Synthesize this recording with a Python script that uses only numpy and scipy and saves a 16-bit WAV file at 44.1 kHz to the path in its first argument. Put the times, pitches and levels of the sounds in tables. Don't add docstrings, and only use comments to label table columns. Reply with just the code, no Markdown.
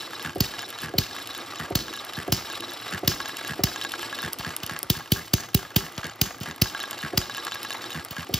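import sys
import numpy as np
from scipy import signal
from scipy.fft import rfft, irfft, next_fast_len
from scipy.io import wavfile
from scipy.ndimage import uniform_filter1d

SR = 44100
rng = np.random.default_rng(int(sys.argv[2]) if len(sys.argv) > 2 else 0)


def put_to_file(sound):
    columns = np.atleast_2d(sound).T
    safe = np.clip(columns, -1, 1)
    whole_steps = np.round(safe * 32767)
    wavfile.write(sys.argv[1], SR, whole_steps.astype(np.int16))


N = 369979


def gain_of(db):
    return 10 ** (np.asarray(db) / 20)


def evened(x):
    return x / np.sqrt(np.mean(x ** 2) + 1e-20)


def read(points, hz, order=1):
    columns = np.transpose(points)
    return np.interp(np.log(hz + 1), np.log(columns[0] + 1), columns[order])


def add(mix, s, sound):
    part = mix[max(round(s * SR), 0):][:len(sound)]
    part += sound[:len(part)]


def hiss(points):
    spectrum = rfft(rng.standard_normal(N))
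    spectrum = spectrum * gain_of(read(points, np.fft.rfftfreq(N, 1 / SR)))
    return evened(irfft(spectrum, N))


def resonate(x, peaks):
    return sum(gain_of(db) * signal.lfilter(*signal.iirpeak(hz, hz / width, SR), x)
               for hz, width, db in peaks)


def ring(modes, chance, blow_s):
    t = np.arange(round(max(mode[2] for mode in modes) * SR)) / SR
    out = np.zeros(len(t))
    for (hz, db, t60), (a, b) in zip(modes, chance):
        fading = gain_of(db + 2.5 * a - 60 * t / t60)
        out += fading * np.sin(2 * np.pi * hz * (1 + .02 * b) * t + 2 * a)
    out = out * np.minimum(t / blow_s, 1)
    return out / abs(out).max()


def swoop(top_s, sharp, fall=11.6):
    u = np.arange(1, 3000) / SR / top_s
    return (u * np.exp(1 - u)) ** sharp * np.cos(fall * np.log(u / .7))


def wander(per_s):
    knots = rng.standard_normal(N // 50 + 2)
    smooth = uniform_filter1d(knots, max(int(SR / 50 / per_s), 1))
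    return evened(np.interp(np.arange(N) / 50, np.arange(len(knots)), smooth))


EDGE_TURN_S = .097
USUAL_TURN_S = 0.088


def crank():
    tops = np.array(CYCLES)[:, :2].ravel()
    tops = np.r_[tops[0] - 2 * EDGE_TURN_S, tops[0] - EDGE_TURN_S, tops, tops[-1] + EDGE_TURN_S]
    strokes = np.array(GULPS)[:, 0]
    return tops, [np.any(abs(strokes - s) < EDGE_TURN_S / 2) for s in tops[:-1:2]]


# (start_s, whirr_db, drone_db, rub_db)
RUNNING = [(0.0, -43.5, -43.5, -43.5), (0.9, -42.5, -46.5, -45), (1.9, -43, -47.5, -45),
           (3.0, -41, -46.5, -44.5), (3.9, -42.5, -46, -41.5), (4.4, -41.5, -45, -43),
           (5.1, -46, -51.5, -48), (6.35, -43.5, -48.5, -51), (6.84, -41.5, -49, -44),
           (7.79, -41.5, -46.5, -46), (8.1, -44, -53, -44), (8.38, -47, -43, -41.5)]
# (pitch_hz, width_hz, level_db)
GEARS = [(730, 430, 1.5), (863, 360, 1), (1130, 45, -1), (1183, 60, 7), (1250, 350, 3), (1790, 500, -9.5),
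         (1960, 97, 0.5)]
# (pitch_hz, level_db)
RUBBING = [(1800, -3), (2800, 4), (4000, 1.5), (5400, 1), (6200, -13), (8000, 0.5), (10000, -10),
           (13500, -10), (16000, -47)]
# (whirr_db, drone_db, rub_db)
SPEED_RISE = (-3, 9.5, 4.5)


def running():
    s, *levels = np.transpose(RUNNING)
    t, tops = np.arange(N) / SR, crank()[0]
    speed = np.log2(USUAL_TURN_S / np.diff(tops))
    fast = np.interp(t, (tops[1:] + tops[:-1]) / 2, speed)
    whirr, drone, rub = (gain_of(np.interp(t, s, db) + rise_db * fast)
                         for db, rise_db in zip(levels, SPEED_RISE))
    shut = np.zeros(N)
    for pop in POPS:
        add(shut, pop[0] - .09, np.linspace(0, 1, round(.09 * SR)) ** 0.19)
    whirr, rub = whirr * gain_of(-3.5 * shut), rub * gain_of(-7.5 * shut)
    teeth = rng.standard_normal((2, N)) * gain_of([4.2 * wander(120), 3.5 * wander(30)])
    bench = resonate(teeth[1], [(342.0, 49, -7.5), (285, 40, -11.0), (456, 45, -17.5)])
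    bench = resonate(bench, [(356, 1130, 0)])
    out = whirr * evened(resonate(teeth[0], GEARS)) + drone * evened(bench)
    return out + rub * hiss(RUBBING) * gain_of(3.66 * wander(110))


# (middle_of_stroke_crank_turns, coasting_db, busy_db)
PUFFS = [(0.22, -36.5, -79), (0.79, -44, -56), (1.22, -38.5, -59), (1.75, -37.5, -55)]
# (pitch_hz, width_hz, level_db)
PORT = [(1200, 500, -14), (2950, 400, 2), (3880, 520, 23), (5200, 420, 18), (13000, 4500, -12)]
PUFF_TURNS, PUFF_DB_PER_SPEED = 0.41, 8


def pumping():
    tops, working = crank()
    angle = np.interp(np.arange(N) / SR, tops, np.arange(len(tops)))
    gate = np.zeros(N)
    uneven = rng.standard_normal((len(working), len(PUFFS)))
    for k, busy in enumerate(working):
        for (turns, coast_db, busy_db), a in zip(PUFFS, uneven[k]):
            fast = np.log2(USUAL_TURN_S / np.diff(tops)[2 * k + int(turns)])
            middle = 2 * k + turns
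            i, j = np.searchsorted(angle, middle + PUFF_TURNS * np.array([-.5, .5]))
            db = (busy_db if busy else coast_db) + PUFF_DB_PER_SPEED * fast + 1.2 * a
            gate[i:j] += gain_of(db) * np.cos(np.pi * (angle[i:j] - middle) / PUFF_TURNS) ** 2
    air = rng.standard_normal(N)
    wheeze = evened(resonate(resonate(air, PORT) + .15 * air, PORT)) * gain_of(2.4 * wander(200))
    push = evened(resonate(air, [(105, 180, 0)]))
    return gate * (wheeze + 0.031 * push)


# (piston_top_s, piston_top_again_s, first_clack_db, second_clack_db, rattle_db)
CYCLES = [(0.03, 0.133, -25, -22.5, -36.5), (0.237, 0.35, -44, -41, -26.5),
          (0.437, 0.538, -26.5, -22, -33.5), (0.629, 0.727, -21.5, -27, -34),
          (0.827, 0.938, -34, -30, -33.5), (1.016, 1.111, -27, -24.5, -35.5), (1.2, 1.292, -25, -27, -35),
          (1.387, 1.487, -24, -41, -38), (1.605, 1.701, -40, -43, -32.0), (1.79, 1.882, -28, -21.5, -36),
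          (1.974, 2.068, -25, -27, -35.5), (2.18, 2.281, -39, -30, -32.0), (2.361, 2.448, -30, -28, -36),
          (2.535, 2.623, -23.5, -23.5, -40), (2.719, 2.821, -23.5, -29, -38.5),
          (2.919, 3.034, -35, -42, -32.0), (3.117, 3.202, -17, -18, -34),
          (3.294, 3.39, -20.5, -24.5, -32.0), (3.487, 3.581, -23, -47, -27.5),
          (3.671, 3.76, -21, -17.5, -32.0), (3.849, 3.938, -14.5, -17.5, -36),
          (4.03, 4.127, -18, -19.5, -32.5), (4.229, 4.327, -18.5, -43, -23.5),
          (4.448, 4.563, -18.5, -44, -28.5), (4.696, 4.83, -16, -32.8, -26),
          (4.952, 5.059, -25.5, -30, -32.5), (5.16, 5.275, -26, -32, -41),
          (5.381, 5.488, -23.5, -31, -27.5), (5.592, 5.705, -26.5, -30, -33), (5.807, 5.921, -24, -40, -31),
          (6.032, 6.158, -22, -43, -32.0), (6.255, 6.356, -29, -50, -36), (6.459, 6.562, -22, -34, -25),
          (6.658, 6.748, -20, -18, -32.5), (6.838, 6.93, -16.5, -20.5, -34),
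          (7.029, 7.131, -21.5, -28, -29), (7.215, 7.297, -22, -19.5, -31),
          (7.381, 7.468, -19.5, -15.5, -31.5), (7.556, 7.649, -18, -19.5, -32.5),
          (7.743, 7.841, -24.5, -20.5, -34), (7.946, 8.043, -22, -50, -30.5), (8.166, 8.29, -20, -49, -27),
          (8.381, 8.474, -41, -31.5, -41)]
# (angle_crank_turns, frame_db, rod_db, snap_db, busy_change_db)
STEPS = [(0.51, 2, -3.5, -21, 2), (0.79, -31, -10.5, -46, -22), (1.51, -4, 0.5, -18, -25),
         (1.6, 10.5, 7, -0.5, -12.5), (1.84, -13, 4.5, -13, -8.5), (1.91, 2, -4, 4, -26)]
# (rod_db under the frame's level, snap_db over the rattle level)
CLACK = (-8.5, -10.5)
# (frame_db, rod_db, snap_db)
FLAP_CLICK = (2.5, -3, -6)
# (start_s, rod_db, snap_db)
TICKS = [(0.109, -48, -35), (0.357, -39, -33), (0.704, -30, -30), (1.273, -29, -29.5), (1.704, -56, -34),
         (2.049, -38, -30), (2.278, -35, -32), (2.606, -29, -28), (3.369, -24, -25), (3.919, -22, -26),
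         (4.332, -33, -17.5), (4.387, -32, -27), (4.565, -26, -16), (4.664, -31, -23), (4.79, -37, -24.5),
         (4.83, -30, -20), (6.005, -37, -46), (6.433, -26, -31), (6.91, -27.5, -21.5), (7.45, -40, -22),
         (7.631, -28, -25), (8.049, -38, -24)]
# (pitch_hz, level_db, time_to_fade_60_db_s)
FRAME = [(860, -9, 0.03), (1111, -7, 0.06), (1322, -6, 0.025), (1480, 3, 0.0068), (1650, -2, 0.07)]
RODS = [(2812, 1, 0.017), (3122, -1, 0.019), (3610, -1, 0.017), (4465, -2, 0.015), (5150, -2.5, 0.0073),
        (6455, -4, 0.018), (7040, -6.5, 0.02)]
SNAP = [(5280, 2.5, 0.0051), (8720, 10.5, 0.0037), (9990, 4.5, 0.009), (11680, 5, 0.0061),
        (13460, 2, 0.007), (14700, -2, .005)]
UNEVEN_DB, LOOSE_TURNS = 1.8, .004


def linkage():
    out, (tops, working) = np.zeros(N), crank()
    rows = [(s, -60, rod_db, snap_db) for s, rod_db, snap_db in TICKS]
    for a, b, a_db, b_db, rattle_db in CYCLES:
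        for s, db in [(a, a_db), (b, b_db)]:
            rows.append((s, db, db + CLACK[0], rattle_db + CLACK[1]))
    play = rng.standard_normal((len(working), len(STEPS), 4))
    for k, (cycle, busy) in enumerate(zip(CYCLES[:1] + CYCLES, working)):
        for (turns, *levels, busy_db), (late, *uneven) in zip(STEPS, play[k]):
            s = np.interp(2 * k + turns + LOOSE_TURNS * late, np.arange(len(tops)), tops)
            step_db = np.add(levels, UNEVEN_DB * np.array(uneven))
            rows.append((s, *(cycle[4] + busy * busy_db + step_db)))
    for (s, hz, _, flutter_db, _), uneven in zip(GULPS, rng.standard_normal((len(GULPS), 3, 3))):
        for flap, u in enumerate(uneven):
            rows.append((s + flap / hz, *(flutter_db + np.add(FLAP_CLICK, 2 * UNEVEN_DB * u))))
    for s, a, b, c in np.c_[rng.random(250), rng.standard_normal((250, 3))]:
        rows.append((s * N / SR, -45 + 4 * a, -42 + 4 * b, -45 + 5 * c))
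    rows = [row for row in rows if 0 <= row[0] < N / SR]
    chances = rng.standard_normal((len(rows), 3, len(RODS), 2))
    for (s, frame_db, rod_db, snap_db), chance in zip(rows, chances):
        add(out, s, gain_of(frame_db - 1.5) * ring(FRAME, 0.4 * chance[0], 0.00023))
        add(out, s, gain_of(rod_db + 3.5) * ring(RODS, chance[1], 0.0003))
        add(out, s, gain_of(snap_db + 7.5) * ring(SNAP, chance[2], 0.00017))
    return out


# (start_s, flutter_hz, gulp_db, flutter_db, length_s)
GULPS = [(0.249, 80, -34, -30.5, 0.029), (0.834, 77.8, -36, -30.5, 0.038),
         (1.599, 78.6, -37.5, -34.5, 0.051), (2.176, 77.6, -35.5, -33, 0.053),
         (2.926, 94.3, -37.5, -30.5, 0.027), (3.495, 73.3, -34, -30, 0.025), (4.237, 80.8, -37, -29, 0.036),
         (4.466, 80.1, -37, -32.5, 0.018), (4.711, 81, -39.5, -35.5, 0.055), (4.964, 77, -44.5, -42, 0.03),
         (5.171, 84, -39, -40, 0.055), (5.401, 77.7, -44, -41, 0.038), (5.61, 80, -47, -45, 0.019),
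         (5.825, 79.7, -42.5, -41, 0.044), (6.043, 81.2, -37.5, -32.5, 0.038),
         (6.264, 85.5, -45, -36.5, 0.025), (6.475, 80.8, -38.5, -36, 0.032),
         (7.036, 73.3, -37.5, -31.5, 0.038), (7.951, 81.3, -35, -33.5, 0.048),
         (8.183, 81.8, -40, -35.5, 0.024)]


def intake():
    low, rough, high = np.zeros((3, N))
    air = rng.standard_normal(N)
    lips = [(1330, 260, 1), (1690, 470, 60)]  # Hz, width Hz, dB
    whistle = evened(resonate(resonate(air, lips), lips)) + .5 * hiss(RUBBING)
    for (s, hz, gulp_db, flutter_db, length), chance in zip(GULPS, rng.standard_normal((len(GULPS), 5))):
        t = np.arange(round((length + 0.029) * SR)) / SR - .008
        stroke = np.sin(np.pi * np.linspace(0, 1, len(t)) ** 0.44)
        flaps = .3 + np.exp(4 * (np.cos(2 * np.pi * hz * t) - 1))
        add(high, s - .008, gain_of(flutter_db) * stroke * flaps)
        add(rough, s, gain_of(gulp_db - 9) * stroke)
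        for flap, a in enumerate(chance):
            gulp = gain_of(gulp_db + 6.5 - 4.1 * flap + 3.5 * a) * swoop(0.01055 * (1 + 0.035 * a), 4.1)
            add(low, s - .004 + flap / hz, gulp)
    throat = resonate(resonate(air, [(152, 88, -1.6), (345, 110, 0.15)]), [(181, 530, 0)])
    return low + rough * evened(throat) + high * whistle


# (start_s, level_db)
KNOCKS = [(0.358, -19), (0.938, -17.5), (1.706, -17.5), (2.279, -17), (3.031, -17.5), (3.592, -18),
          (4.331, -40), (4.829, -31.5), (7.133, -20.5), (8.292, -23.5)]
# (pitch_hz, level_db, time_to_fade_60_db_s)
BENCH = [(136, -11, 0.028), (345.4, 5.5, 0.034), (379.5, -6.5, 0.15), (548, -8, 0.12), (717, 2, 0.038)]


def ignition():
    out = np.zeros(N)
    for (s, db), chance in zip(KNOCKS, rng.standard_normal((len(KNOCKS), len(BENCH), 2))):
        add(out, s, gain_of(db) * ring(BENCH, 0.12 * chance, 0.0042))
        add(out, s + 0.0045, gain_of(db - 14) * swoop(0.0128, 1.6))
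    return out


# (start_s, jet_db, thump_db, outflow_db, treble_db, whistle_hz)
POPS = [(0.405, -2.5, -20.5, -31, -1, 4460), (0.9828, 1, -23.5, -28, -5.5, 4340),
        (1.7528, 2.5, -23.5, -25.5, -5.5, 4250), (2.3216, 1, -22, -25.5, -4, 5070),
        (3.076, 2, -23.5, -24, -3.5, 5130), (3.6364, 1, -22.5, -30, -2.5, 5000),
        (4.3923, -16.5, -38, -37, -8, 3150), (4.632, -11, -38.5, -43, -9, 2930),
        (4.8994, 0.5, -21, -30, -0.5, 3540), (5.1188, 0.5, -19, -29.5, 2, 3440),
        (5.3353, 4, -19.5, -27.5, -4.5, 6240), (5.5457, 0.5, -17.5, -34.5, 2, 3220),
        (5.7612, 2, -19.5, -28, -1.5, 2970), (5.9779, -14.5, -35.5, -53, -22, 2770),
        (6.2135, 2, -23, -27.5, -4, 6530), (6.4085, -16.5, -33.5, -36.5, -10, 2800),
        (6.6168, 2.5, -20, -29.5, -1.5, 5070), (7.1751, 1.5, -23.5, -30, -5, 5030),
        (8.108, -18.5, -40, -45, -1, 2970), (8.3391, 0.5, -26.5, -27.5, -5, 3400)]
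# (pitch_hz, width_hz, level_db)
MUFFLER = [(3060, 99, 6), (4780, 1000, -0.5), (6210, 300, -1), (11200, 530, -3), (14200, 700, 1)]
# (pitch_hz, level_db)
JET = [(300, -52), (600, 1.5), (1000, -6), (2000, -2), (4000, 4.5), (7000, -1.5), (10000, 0), (14000, 3.5),
       (16000, 5.5)]
OUTFLOW = [(200, 13), (800, -14), (2000, -2.5), (3200, 1.5), (5300, 3.5), (7500, 1.5), (10000, -2),
           (12500, -2.5), (14100, -0.5), (15500, -6)]


def exhaust():
    t, out = np.arange(SR // 3) / SR, np.zeros(N)
    air, flow = hiss(JET), hiss(OUTFLOW)
    jet = evened(air + 0.83 * resonate(air, MUFFLER)) * gain_of(2.2 * wander(900))
    flow = evened(flow + .5 * resonate(flow, MUFFLER)) * gain_of(2.5 * wander(150))
    burst_db = np.interp(t, [0, .003, .004, .0076, .0104, .02], [-30, -13, 0, -1, -18, -80])
    opening = np.clip((t - .003) / 0.004, 0, 1)
    chances = rng.standard_normal((len(POPS), len(BENCH), 2))
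    for (s, jet_db, thump_db, flow_db, treble_db, hz), chance in zip(POPS, chances):
        part = slice(round(s * SR) - len(t), round(s * SR))
        gas = jet[part] * gain_of(jet_db - 11 + burst_db)
        gas += flow[part] * gain_of(flow_db - 60 * t / 0.39) * opening
        treble = resonate(gas, [(13700, 15000, 0)])
        whistle = resonate(gas, [(hz, 500, 0)])
        add(out, s - .003, gas + (gain_of(treble_db) - 1) * treble + 0.92 * whistle)
        add(out, s - .0005, gain_of(thump_db + 9) * swoop(.0072, sharp=3.3, fall=7.4))
        add(out, s + 0.0049, gain_of(thump_db - 17) * swoop(0.022, sharp=9))
        add(out, s + .004, gain_of(thump_db - 11) * ring(BENCH[:3], chance, .014))
    return out


# (pitch_hz, time_to_fade_60_db_s, level_db)
ECHO = [(100, 0.12, -30.5), (780, 0.35, -5.5), (2520, 0.21, -26), (5700, 0.32, -13.5), (15000, 0.11, -22.5)]


def workshop(x):
    taps = np.zeros((2, SR // 2))
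    at = np.arange(200, SR // 2 - 20, 20)
    at = at + rng.integers(0, 20, (2, len(at)))
    np.put_along_axis(taps, at, rng.choice([-1., 1.], at.shape), 1)
    hz, t, z = signal.stft(taps, SR, nperseg=256)
    dying = gain_of(-60 * t / read(ECHO, hz)[:, None])
    dying *= (gain_of(read(ECHO, hz, order=2)) / np.linalg.norm(dying, axis=1))[:, None]
    tail = signal.istft(z * dying, SR, nperseg=256)[1] * np.sqrt(20 / 128)
    return signal.fftconvolve(x[None], tail, axes=1)[:, :N]


# (pitch_hz, level_db)
SHOP = [(30, -36), (60, -26), (110, 9), (250, -30), (2000, -47), (16000, -50)]
SHOP_DB = -60.5
# (pitch_hz, right_leads_by_radians, left_minus_right_db)
PORTS = [(60, 0, -1), (200, -.2, -2), (1000, -.45, -.3), (2000, -.15, .1), (3100, -.5, .1), (5200, -.7, .2),
         (6200, 1.1, .1), (7300, 1.5, -.5), (8600, 3.1, .1), (12000, 5.2, -.2), (14000, 6.3, 0),
         (15500, 6.6, 0)]


def scene():
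    engine = exhaust() + ignition() + intake() + linkage() + pumping() + running()
    size = next_fast_len(N + 2000)
    hz = np.fft.rfftfreq(size, 1 / SR)
    half = gain_of(read(PORTS, hz, order=2) / 2) * np.exp(-.5j * read(PORTS, hz))
    direct = irfft(rfft(engine, size) * np.array([half, 1 / half]), size)[:, :N]
    air = hiss(SHOP) + 0.46 * np.array([hiss(SHOP), hiss(SHOP)])
    return direct + workshop(engine) + gain_of(SHOP_DB) * air


EDGE_HZ, OVERLOAD = 15700, .75


def record(dry):
    thin = signal.sosfilt(signal.butter(3, 48, "high", fs=SR, output="sos"), dry)
    soft = OVERLOAD * np.tanh(thin / OVERLOAD)
    band = signal.firwin(511, EDGE_HZ, window=("kaiser", 9), fs=SR)
    return signal.oaconvolve(soft, band[None], "same")


dry = scene()
out = record(dry)
put_to_file(out)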